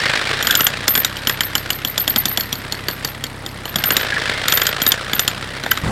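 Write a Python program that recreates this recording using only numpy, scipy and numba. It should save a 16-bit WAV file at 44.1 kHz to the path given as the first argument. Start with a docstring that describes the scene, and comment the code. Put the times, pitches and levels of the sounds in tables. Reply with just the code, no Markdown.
"""Outdoors, in a post hole, a demolition hammer is worked into rock while a tractor idles behind it.
Its crank runs throughout; uneven blows are bursts of filtered noise and damped tones, and sine modes ring the chisel.
Leaned on, the tip grinds as noise through stone and contact resonances, slips, rattles and squeals.
Firing pulses and noise make the tractor; a low rumble sets in near the end. The loudest blows overload the microphone."""
import sys
import numpy as np
from scipy import signal
from scipy.fft import rfft, irfft, next_fast_len
from scipy.io import wavfile
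from scipy.ndimage import uniform_filter1d
from numba import njit

SR = 44100
rng = np.random.default_rng(int(sys.argv[2]) if len(sys.argv) > 2 else 0)


def to_wav(sig):
    """Store sig (one row per channel, or 1-D mono) as 16-bit WAV at the path in sys.argv[1].

    Samples outside -1..1 are clipped; the rate is SR.
    """
    pcm = np.clip(np.atleast_2d(sig), -1, 1) * 32767
    pcm = np.round(pcm).astype(np.int16)
    wavfile.write(sys.argv[1], SR, pcm.T)  # frames by channels


N = 260631  # length in samples


def undb(db):
    """Decibels to gain."""
    return 10 ** (np.asarray(db) / 20)


def curve(rows):
    """A control joined by straight lines, one value a sample."""
    return np.interp(np.arange(N) / SR, *np.transpose(rows))


def unit(x):
    """Scale each row to rms 1."""
    return x / np.sqrt(np.mean(x ** 2, axis=-1, keepdims=True) + 1e-18)


def colour(x, points):
    """Causal minimum-phase filter with the given (Hz, dB) response."""
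    size = next_fast_len(x.shape[-1] + 4096) // 2 * 2
    hz, db = np.transpose(points)
    bins_hz = np.arange(size // 2 + 1) * SR / size
    gain = undb(np.interp(np.log(bins_hz + 1), np.log(hz), db))
    # folding the cepstrum onto positive time puts the energy as early as possible
    cepstrum = irfft(np.log(gain))
    cepstrum[1:size // 2] *= 2
    cepstrum[size // 2 + 1:] = 0
    return irfft(rfft(x, size) * np.exp(rfft(cepstrum)))[..., :x.shape[-1]]


def band(shape, low_hz, high_hz):
    """Noise between two frequencies, rms 1."""
    edges = np.clip([low_hz, max(high_hz, low_hz + 20)], 1, SR / 2 - 1)
    sos = signal.butter(2, edges, "band", fs=SR, output="sos")
    return unit(signal.sosfilt(sos, rng.standard_normal(shape)))


def walk(rate):
    """Slow chance with a spread near 1, redrawn at the given rate in Hz and smoothed twice."""
    k = int(SR / rate)
    steps = np.repeat(rng.standard_normal(N // k + 1), k)
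    return unit(uniform_filter1d(uniform_filter1d(steps, k), k)[:N])


def place(times, sounds):
    """Lay each sound on the time line."""
    out = np.zeros(N)
    for s, sound in zip(times, sounds):
        i = int(np.clip(s * SR, 0, N - 1))
        out[i:i + len(sound)] += sound[:N - i]
    return out


def strike(sounds, db):
    """Scale each sound so that its first 5 ms have the given rms level."""
    head = sounds[:, :SR // 200]
    return sounds * (undb(db) / np.sqrt(np.mean(head ** 2, axis=1)))[:, None]


@njit
def resonate(x, hz, width):
    """Band-pass with a moving centre and a fixed width, both in Hz."""
    y, b, l = np.empty(len(x)), 0., 0.
    for i in range(len(x)):
        g, k = np.tan(np.pi * hz[i] / SR), width / hz[i]
        v = (b + g * (x[i] - l)) / (1 + g * (g + k))
        b, l, y[i] = 2 * v - b, l + 2 * g * v, k * v
    return y


# Blows that land, with a few strong rebounds of the chisel among them. 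Each row: start in seconds, clank level
# in dB, # clank pitch in Hz, housing knock level in dB, ground thud level in dB, chatter level in dB, chatter
# length in seconds. # Levels are before the layer trims.
BLOW_ROWS = [(0.426, -15.5, 3240, -27, -26, -31, 0.027), (0.47, -9.5, 3140, -18, -30, -32, 0.027),
             (0.5084, -7.5, 3350, -29, -32, -29, 0.027), (0.5518, -7, 3380, -25, -24, -19.5, 0.046),
             (0.6066, -10.5, 2900, -18, -19.5, -19, 0.05), (0.6669, -5.5, 3320, -16.5, -26, -41, 0.014),
             (0.8797, -8, 3450, -16.5, -23, -17, 0.055), (0.9522, -10, 3310, -18, -26, -18, 0.03),
             (0.9763, -17, 3400, -21, -20.5, -16.5, 0.023), (1.047, -8, 3750, -18.5, -27.5, -38, 0.02),
             (1.168, -22, 3090, -42, -30, -42, 0.018), (1.2711, -9.5, 3080, -19, -22, -24, 0.031),
             (1.2958, -13, 3350, -15, -23.5, -32, 0.04), (1.407, -9.5, 3160, -15.5, -28.5, -28.5, 0.056),
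             (1.5526, -9, 3050, -20, -25, -30, 0.04), (1.7033, -11, 2920, -21, -26.5, -30.5, 0.068),
             (1.8484, -12.5, 3380, -26, -26.5, -25.5, 0.06), (1.9783, -11, 3470, -22, -25, -18, 0.044),
             (2.0775, -10.5, 3300, -23.5, -21.5, -15, 0.027), (2.16, -10, 3240, -18.5, -20.5, -19.5, 0.048),
             (2.255, -11, 3490, -23, -21, -24, 0.071), (2.3733, -11, 3360, -23, -26.5, -20, 0.03),
             (2.4077, -16, 4400, -28.5, -43, -35, 0.044), (2.5273, -13.5, 3330, -32, -25.5, -37, 0.064),
             (2.7229, -15, 4290, -34, -29, -51, 0.02), (2.884, -14.5, 4520, -20.5, -23.5, -33, 0.047),
             (3.0472, -14.5, 4590, -26, -25.5, -36, 0.05), (3.2392, -16.5, 3250, -27.5, -28, -59, 0.02),
             (3.4625, -21, 3580, -34, -29.5, -46, 0.02), (3.6543, -22, 2980, -30, -26, -35, 0.039),
             (3.758, -11, 3450, -20.5, -19.5, -28, 0.036), (3.8384, -11.5, 2890, -19, -23.5, -19.5, 0.04),
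             (3.905, -11, 2860, -13.5, -22, -19, 0.024), (3.967, -6, 3820, -15.5, -20, -32, 0.06),
             (4.482, -10.5, 3700, -16.5, -31, -25, 0.04), (4.523, -8.5, 3450, -17.5, -22, -17.5, 0.042),
             (4.573, -11.5, 3670, -18, -26, -28, 0.064), (4.617, -11.5, 3290, -17, -30, -21, 0.019),
             (4.6675, -10, 3170, -22, -37, -26, 0.024), (4.818, -12, 3240, -21, -21, -21, 0.022),
             (4.8647, -8.5, 3740, -15.5, -22.5, -12.5, 0.021),
             (4.9188, -5.5, 3500, -18.5, -25.5, -48, 0.018), (5.1326, -13, 3400, -18.5, -22, -25, 0.034),
             (5.1937, -8, 3580, -16, -22.5, -25, 0.041), (5.2776, -8, 3200, -20.5, -25, -45, 0.023),
             (5.6366, -22, 4050, -24, -28, -62, 0.02), (5.6624, -25, 3560, -19.5, -25.5, -57, 0.06),
             (5.7146, -10, 3030, -18.5, -35, -39, 0.024), (5.7733, -20, 3820, -17.5, -33, -57, 0.018)]
REBOUND_S, REBOUND_DB, REBOUND_HZ = 0.027, -12, 4380  # delay, level relative to the blow, clank pitch
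REBOUND_DAMPING = 7.5  # dB lost per dB of grinding over the light level


def impacts():
    """The blows, and a weaker rebound after each with room for one: (s, clank dB, Hz, knock dB, thud dB)."""
    s, clank_db, hz, knock_db, thud_db = np.transpose(BLOW_ROWS)[:5]
    drop_db = REBOUND_DB - REBOUND_DAMPING * pressed(s)
    rebound_hz = np.full(len(s), REBOUND_HZ)
    rebounds = np.array([s + REBOUND_S, clank_db + drop_db, rebound_hz,
                         knock_db + drop_db - 7, thud_db + drop_db + 1.5])
    room = np.diff(s, append=s[-1]) > .07
    return np.hstack([[s, clank_db, hz, knock_db, thud_db], rebounds[:, room]])


# Spectrum of the steel clank. Each row: frequency in Hz, level in dB.
CLANK_SPECTRUM = [(1500, -27.5), (2400, -12.5), (3000, 1), (3400, 3.5), (3900, -4), (5800, -6), (6500, -11),
                  (7000, -2.5), (7800, -12.5), (8500, -7), (9300, -17.5), (11000, -17.5), (13500, -9.5),
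                  (16000, -35)]
# Spectrum of the ground thud. Each row: frequency in Hz, level in dB.
THUD_SPECTRUM = [(60, -20), (150, -5.5), (240, 2.5), (400, -7), (900, -6), (2500, -43.5)]
TONE_EVEN_DB, TONE_SLOPE = -11.5, 0.29  # clanks softer than this are mostly tone, harder ones mostly crack


def blows():
    """Each blow is a short steel clank, a knock of the housing and a thud of the ground."""
    s, clank_db, hz, knock_db, thud_db = impacts()
    t = np.arange(SR // 10) / SR
    shape = (len(s), len(t))
    rise = 1 - np.exp(-t / 0.00045)
    tail = undb(-18.0) * np.exp(-t / 0.0053)
    crack = colour(rng.standard_normal(shape), CLANK_SPECTRUM) * rise * (np.exp(-t / 0.0025) + tail)
    # the rock damps the modes within a few cycles; the upper one shifts with the seating of the tip
    upper_hz = rng.uniform(4120, 6140, (len(s), 1))
    modes = np.sin(2 * np.pi * hz[:, None] * t) + undb(-7.5) * np.sin(2 * np.pi * upper_hz * t)
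    tone = modes * rise * np.exp(-t / 0.0026)
    tone_db = TONE_SLOPE * (TONE_EVEN_DB - clank_db)
    mixed = strike(crack, clank_db) + strike(tone, clank_db + tone_db)
    clank = strike(mixed, clank_db - .4)
    knock = strike(band(shape, 1224, 2005) * rise * (np.exp(-t / 0.0062) + tail), knock_db + 0.2)
    ground = colour(rng.standard_normal(shape), THUD_SPECTRUM) * rise * np.exp(-t / 0.0081)
    thud = strike(ground, thud_db - .6)
    return place(s, clank + knock + thud)


CHATTER_GAP_S, CHATTER_FADE_DB_PER_S = 0.014, 1500  # mean spacing; fade once past the chatter length
CHATTER_DB = 3  # first-5-ms level over the chatter's mean
CHATTER_SOONER_S_PER_DB = 0.05  # a pressed chisel jumps less far and lands sooner, down to half the delay
SEAT_DB = -12  # ring of the chisel at the blow itself, relative to the clank
DEAD_DB = -37  # a blow with less chatter than this rings the chisel less, dB for dB


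def contacts(count=5):
    """The chisel meets its holder at the blow, then in an uneven run until the chatter dies: (s, dB)."""
    s, clank_db, _, _, _, chatter_db, length = np.transpose(BLOW_ROWS)[..., None]
    timing, size = rng.standard_normal((len(s), 2, count)).transpose(1, 0, 2)
    first = np.maximum(REBOUND_S - CHATTER_SOONER_S_PER_DB * pressed(s), REBOUND_S / 2)
    age = first + CHATTER_GAP_S * (np.arange(count) + 0.33 * timing)
    fade_db = CHATTER_FADE_DB_PER_S * np.maximum(age - length, 0)
    run_db = chatter_db + CHATTER_DB + size - fade_db
    seat_db = clank_db + SEAT_DB + np.minimum(chatter_db - DEAD_DB, 0)
    return np.hstack([s, s + age]).ravel(), np.hstack([seat_db, run_db]).ravel()


# Modes of the chisel. Each row: frequency in Hz, relative level in dB, time to fall 60 dB in seconds.
CHISEL_MODES = [(7000, -13.5, 0.015), (7850, -34, 0.057), (8400, -17, 0.033), (11480, -7, 0.061),
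                (12420, -4, 0.049), (13200, -19, 0.029), (12950, -2.5, 0.025), (13100, 5.5, 0.078)]


def rings():
    """The chisel rings in its high modes, in a new mix at every contact, and rasps as it chatters in its holder."""
    s, db = contacts()
    t = np.arange(SR // 12) / SR
    hz, mode_db, t60 = np.transpose(CHISEL_MODES)
    shape = (len(s), len(hz), 1)
    mix = undb(mode_db[:, None] + 4 * rng.standard_normal(shape))
    # each contact holds the steel a little differently and shifts its modes
    pitch = hz[:, None] * (1 + .004 * rng.standard_normal(shape))
    decay = np.exp(-np.log(1000) * t / t60[:, None])
    tones = np.sin(2 * np.pi * (pitch * t + rng.random(shape)))
    modes = np.sum(mix * decay * tones, axis=1)
    chatter = undb(4.5 * band((len(s), len(t)), 40, 200)) * np.exp(-t / .009)
    rasp = band(chatter.shape, 12730, 13430) * chatter
    rise = 1 - np.exp(-t / 0.00032)
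    return place(s, strike((modes + undb(-4.0) * rasp) * rise, db))


FREE_HZ, FREE_T60_S = 12480, .36
FREE_DAMPING = 4.1  # dB lost per dB of grinding over the light level


def free_ring():
    """A thin mode sings on unless the tip is pressed; hard blows under pressure wake the lowest mode."""
    s, clank_db, _, _, _, chatter_db, _ = np.transpose(BLOW_ROWS)
    t = np.arange(SR // 2) / SR
    pitch = FREE_HZ + 6 * rng.standard_normal((len(s), 1))
    thin_db = .35 * clank_db + .3 * chatter_db - 18.5 - FREE_DAMPING * pressed(s)
    decay = np.exp(-np.log(1000) * t / FREE_T60_S)
    thin = undb(thin_db)[:, None] * np.sin(2 * np.pi * pitch * t) * decay
    # the lowest mode is a narrow noise band
    low_db = 1.25 * clank_db - 13 + 0.33 * pressed(s)
    low = undb(low_db)[:, None] * band(thin.shape, 6850, 7250) * np.exp(-t / 0.011)
    return place(s, thin + low)


# Grinding of the tip, louder the harder it is pressed. 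Each row: start in seconds, level in dB before the trim.
GRIND_LEVEL = [(0.0, -18.5), (0.44, -22), (0.58, -26), (0.94, -29), (1.83, -33), (2.01, -32), (2.17, -30),
               (2.53, -34.5), (2.98, -34), (3.47, -38.5), (3.71, -34.5), (3.84, -28), (4.0, -25),
               (4.31, -22), (4.49, -22), (4.64, -25), (5.46, -30.5), (5.82, -30.5)]
# Contact resonance, its centre drifting up and down over time. Each row: start in seconds, centre in Hz.
CONTACT_PITCH = [(0, 1700), (.4, 1630), (.62, 1400), (.8, 1660), (3.6, 1800), (3.9, 1345), (4.4, 1790),
                 (4.7, 1516), (5.9, 1690)]
# Response of the stone. Each row: frequency in Hz, level in dB.
STONE_RESPONSE = [(100, -14.5), (300, -8.5), (500, 0), (950, -5.5), (1400, -0.5), (2100, -2), (2550, -3.5),
                  (3600, -4), (5000, -9), (6500, -19), (8000, -18.5), (16000, -44.5)]


def grinding(turn, count=2):
    """Crushing grains, in two surges a crank turn and in sudden slips, coloured by stone and contact."""
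    pulses = .45 + np.exp(-(count * turn % 1) / .3)
    surge = unit(pulses * undb(2.8 * walk(220)))
    force = np.hypot(undb(curve(GRIND_LEVEL) - 2.0) * surge, slips(turn))
    grains = unit(rng.standard_normal(N) * undb(2 * rng.exponential(size=N)))
    # both gains come from the steady grains, so the force alone sets the level
    stone_gain = 1 / np.std(colour(grains, STONE_RESPONSE))
    # the centre also wanders quickly around its drift
    contact_hz, width = curve(CONTACT_PITCH) * (1 + 0.11 * walk(40)), 200.
    contact_gain = undb(-10.0) / np.std(resonate(grains, contact_hz, width))
    stone = stone_gain * colour(grains * force, STONE_RESPONSE)
    contact = contact_gain * resonate(grains * force, contact_hz, width)
    return stone + contact


SLIP_DB, SLIP_SCATTER_DB = -16.5, -0.5  # level of full slips, and its random spread
SLIP_BITE_DB = -25  # full slips need at least this much grinding


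def slips(turn):
    """Force envelope: leaned on, the tip slips and catches on the stone once a crank turn."""
    i = np.flatnonzero(np.diff(np.floor(turn)))
    t = np.arange(SR // 20) / SR
    shortfall_db = np.maximum(SLIP_BITE_DB - curve(GRIND_LEVEL)[i], 0)
    db = SLIP_DB - 1.8 * shortfall_db + SLIP_SCATTER_DB * walk(60)[i]
    jerk = (1 - np.exp(-t / 0.0012)) * np.exp(-t / 0.0055)
    return place(i / SR, undb(db)[:, None] * jerk)


def rattle(turn, count=3):
    """Small knocks of the tip, three to a crank turn, each ringing a few cycles near the contact resonance."""
    i = np.flatnonzero(np.diff(np.floor(count * turn)))
    pitch_chance, upper_chance, level_chance, time_chance = rng.standard_normal((len(i), 4)).T
    t = np.arange(SR // 40) / SR
    hz = curve(CONTACT_PITCH)[i] * 1.1 * np.exp(0.11 * pitch_chance)
    upper_hz = 2 * hz * np.exp(0.154 * upper_chance)
    ring = np.sin(2 * np.pi * hz[:, None] * t) * (1 - np.exp(-t / .0005)) * np.exp(-t / .0032)
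    tick = undb(-2.5) * np.sin(2 * np.pi * upper_hz[:, None] * t) * np.exp(-t / 0.0013)
    db = curve(GRIND_LEVEL)[i] + 4.3 + 2.6 * level_chance
    return place(i / SR + 0.0033 * time_chance, undb(db)[:, None] * (ring + tick))


# Brief tones: squeals of the tip, a short 800 Hz thud and a high steel ring.
# Each row: start in seconds, length in seconds, mean pitch in Hz, level in dB.
BRIEF_TONES = [(0.497, 0.021, 1560, -16.5), (0.539, 0.016, 1490, -21), (0.587, 0.021, 1344, -21.5),
               (0.883, 0.05, 12800, -21), (4.12, 0.017, 1626, -18), (4.165, 0.013, 1700, -17),
               (4.665, 0.015, 1496, -24), (5.663, 0.0037, 800, -19), (5.71, 0.0081, 13000, -13.5),
               (5.715, 0.006, 1540, -8.5)]


def brief_tones():
    """Brief wavering tones: squeals of the tip, a short 800 Hz thud and a high steel ring."""
    sounds = []
    for s, length, hz, db in BRIEF_TONES:
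        size = int(length * SR)
        pitch = hz + np.sqrt(hz) * 2.1 * band(size, 39, 320)
        swell = signal.windows.tukey(size, .5) * undb(1.0 * band(size, 40, 280))
        tone = np.sin(2 * np.pi * np.cumsum(pitch) / SR)
        sounds.append(undb(db) * unit(swell * tone))
    return place([row[0] for row in BRIEF_TONES], sounds)


LIGHT_DB, HEAVY_DB = -31, -23  # grinding level with the tip resting lightly, and leaned on


def pressed(s):
    """How far the grinding at the given times exceeds that of a lightly resting tip, in dB."""
    return np.maximum(np.interp(s, *np.transpose(GRIND_LEVEL)) - LIGHT_DB, 0)


CRANK_FREE_HZ, CRANK_LOADED_HZ, CRANK_START_TURNS = 32.29, 25.44, .57
CRANK_WANDER = .02  # relative unsteadiness of the motor


def crank():
    """Turns of the crank; the motor slows as the hammer is leaned on."""
    load = np.clip((curve(GRIND_LEVEL) - LIGHT_DB) / (HEAVY_DB - LIGHT_DB), 0, 1)
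    hz = CRANK_FREE_HZ + (CRANK_LOADED_HZ - CRANK_FREE_HZ) * load
    return CRANK_START_TURNS + np.cumsum(hz * (1 + CRANK_WANDER * walk(6))) / SR


def housing(turn):
    """The hammer's body shakes at crank rate, more as the tip bites."""
    strokes = np.diff(np.floor(turn), prepend=0) * undb(3.2 * walk(40))
    body = [(60, -35.0), (135, -3.5), (220, -3.5), (320, -20.0), (700, -44.0), (6000, -83)]  # (Hz, dB)
    shake = unit(colour(strokes, body))
    return (shake - np.mean(shake)) * undb(-31.5 + 0.41 * curve(GRIND_LEVEL))


def motor_tick(turn):
    """A faint high tick of the motor once a crank turn, stronger under load."""
    pulse = np.exp(-(turn % 1) / 0.2) * (1 - np.exp(-(turn % 1) / .04))
    hiss = band(N, 7950, 9940) + undb(-7) * band(N, 4500, 13500)
    return undb(-44.0 + 0.19 * curve(GRIND_LEVEL)) * unit(pulse * hiss)


# Spectrum of the tractor's exhaust. Each row: frequency in Hz, relative level in dB.
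EXHAUST_SPECTRUM = [(20, -25), (33, 1), (66, 0.5), (100, 6), (133, 4), (170, -13), (300, -4), (420, -37),
                    (900, -14), (6000, -90)]
# Spectrum of the tractor's clatter. Each row: frequency in Hz, relative level in dB.
CLATTER_SPECTRUM = [(30, -5), (140, -0.5), (230, -7), (380, -8), (800, -11), (1300, -11), (2200, -21),
                    (4500, -28), (7000, -32), (11000, -33), (16000, -42)]
IDLE_HZ = 33.21  # mean firing rate


def tractor():
    """Diesel firings thump in the exhaust; mechanical clatter swells slightly with each of them."""
    cycle = np.cumsum(IDLE_HZ + 0.1516 * walk(1.976)) / SR
    firings = np.diff(np.floor(cycle), prepend=0) * undb(1.0 * walk(30))
    hum = undb(-35.5) * unit(colour(firings, EXHAUST_SPECTRUM))
    beat = (9.7 + np.exp(-(cycle % 1) / 1.7)) * undb(0.6 * walk(24.95))
    clatter = undb(-36) * unit(beat * colour(band(N, 93, 17000), CLATTER_SPECTRUM))
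    return hum - np.mean(hum) + clatter


# Spectrum of the closing rumble. Each row: frequency in Hz, relative level in dB.
RUMBLE_SPECTRUM = [(20, -11), (50, 1.5), (210, 0), (330, -9.5), (1000, -11.5), (2000, -24), (4000, -34),
                   (8000, -32), (15000, -53)]
RUMBLE_S = 5.834  # onset


def rumble():
    """A low rumble of filtered noise that sets in suddenly and holds to the end."""
    onset = np.clip((np.arange(N) / SR - RUMBLE_S) / 0.0019, 0, 1)
    return undb(-19.5) * unit(colour(rng.standard_normal(N), RUMBLE_SPECTRUM)) * onset


def woods(x):
    """Weak, dull scatter from the ground and the trees: convolution with a short noise tail."""
    t = np.arange(SR // 2) / SR
    response = band(len(t), 280, 6000) * np.exp(-t / 0.015) * (1 - np.exp(-t / 0.012))
    return undb(-23.5) * signal.fftconvolve(x, response / np.linalg.norm(response))[:N]


def scene():
    """The hammer close by, the tractor behind it."""
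    turn = crank()
    steel = blows() + rings() + free_ring()
    tip = grinding(turn) + rattle(turn) + brief_tones()
    hammer = steel + tip + housing(turn) + motor_tick(turn)
    return (hammer + woods(hammer) + tractor() + rumble())[None]


TOP_HZ = 15900  # upper limit of the microphone signal


def record(dry):
    """The microphone clips the loudest blows; the top is cut."""
    clipped = np.clip(dry, -1, 1)
    return signal.sosfilt(signal.ellip(8, .2, 70, TOP_HZ, fs=SR, output="sos"), clipped)


dry = scene()
out = record(dry)
to_wav(out)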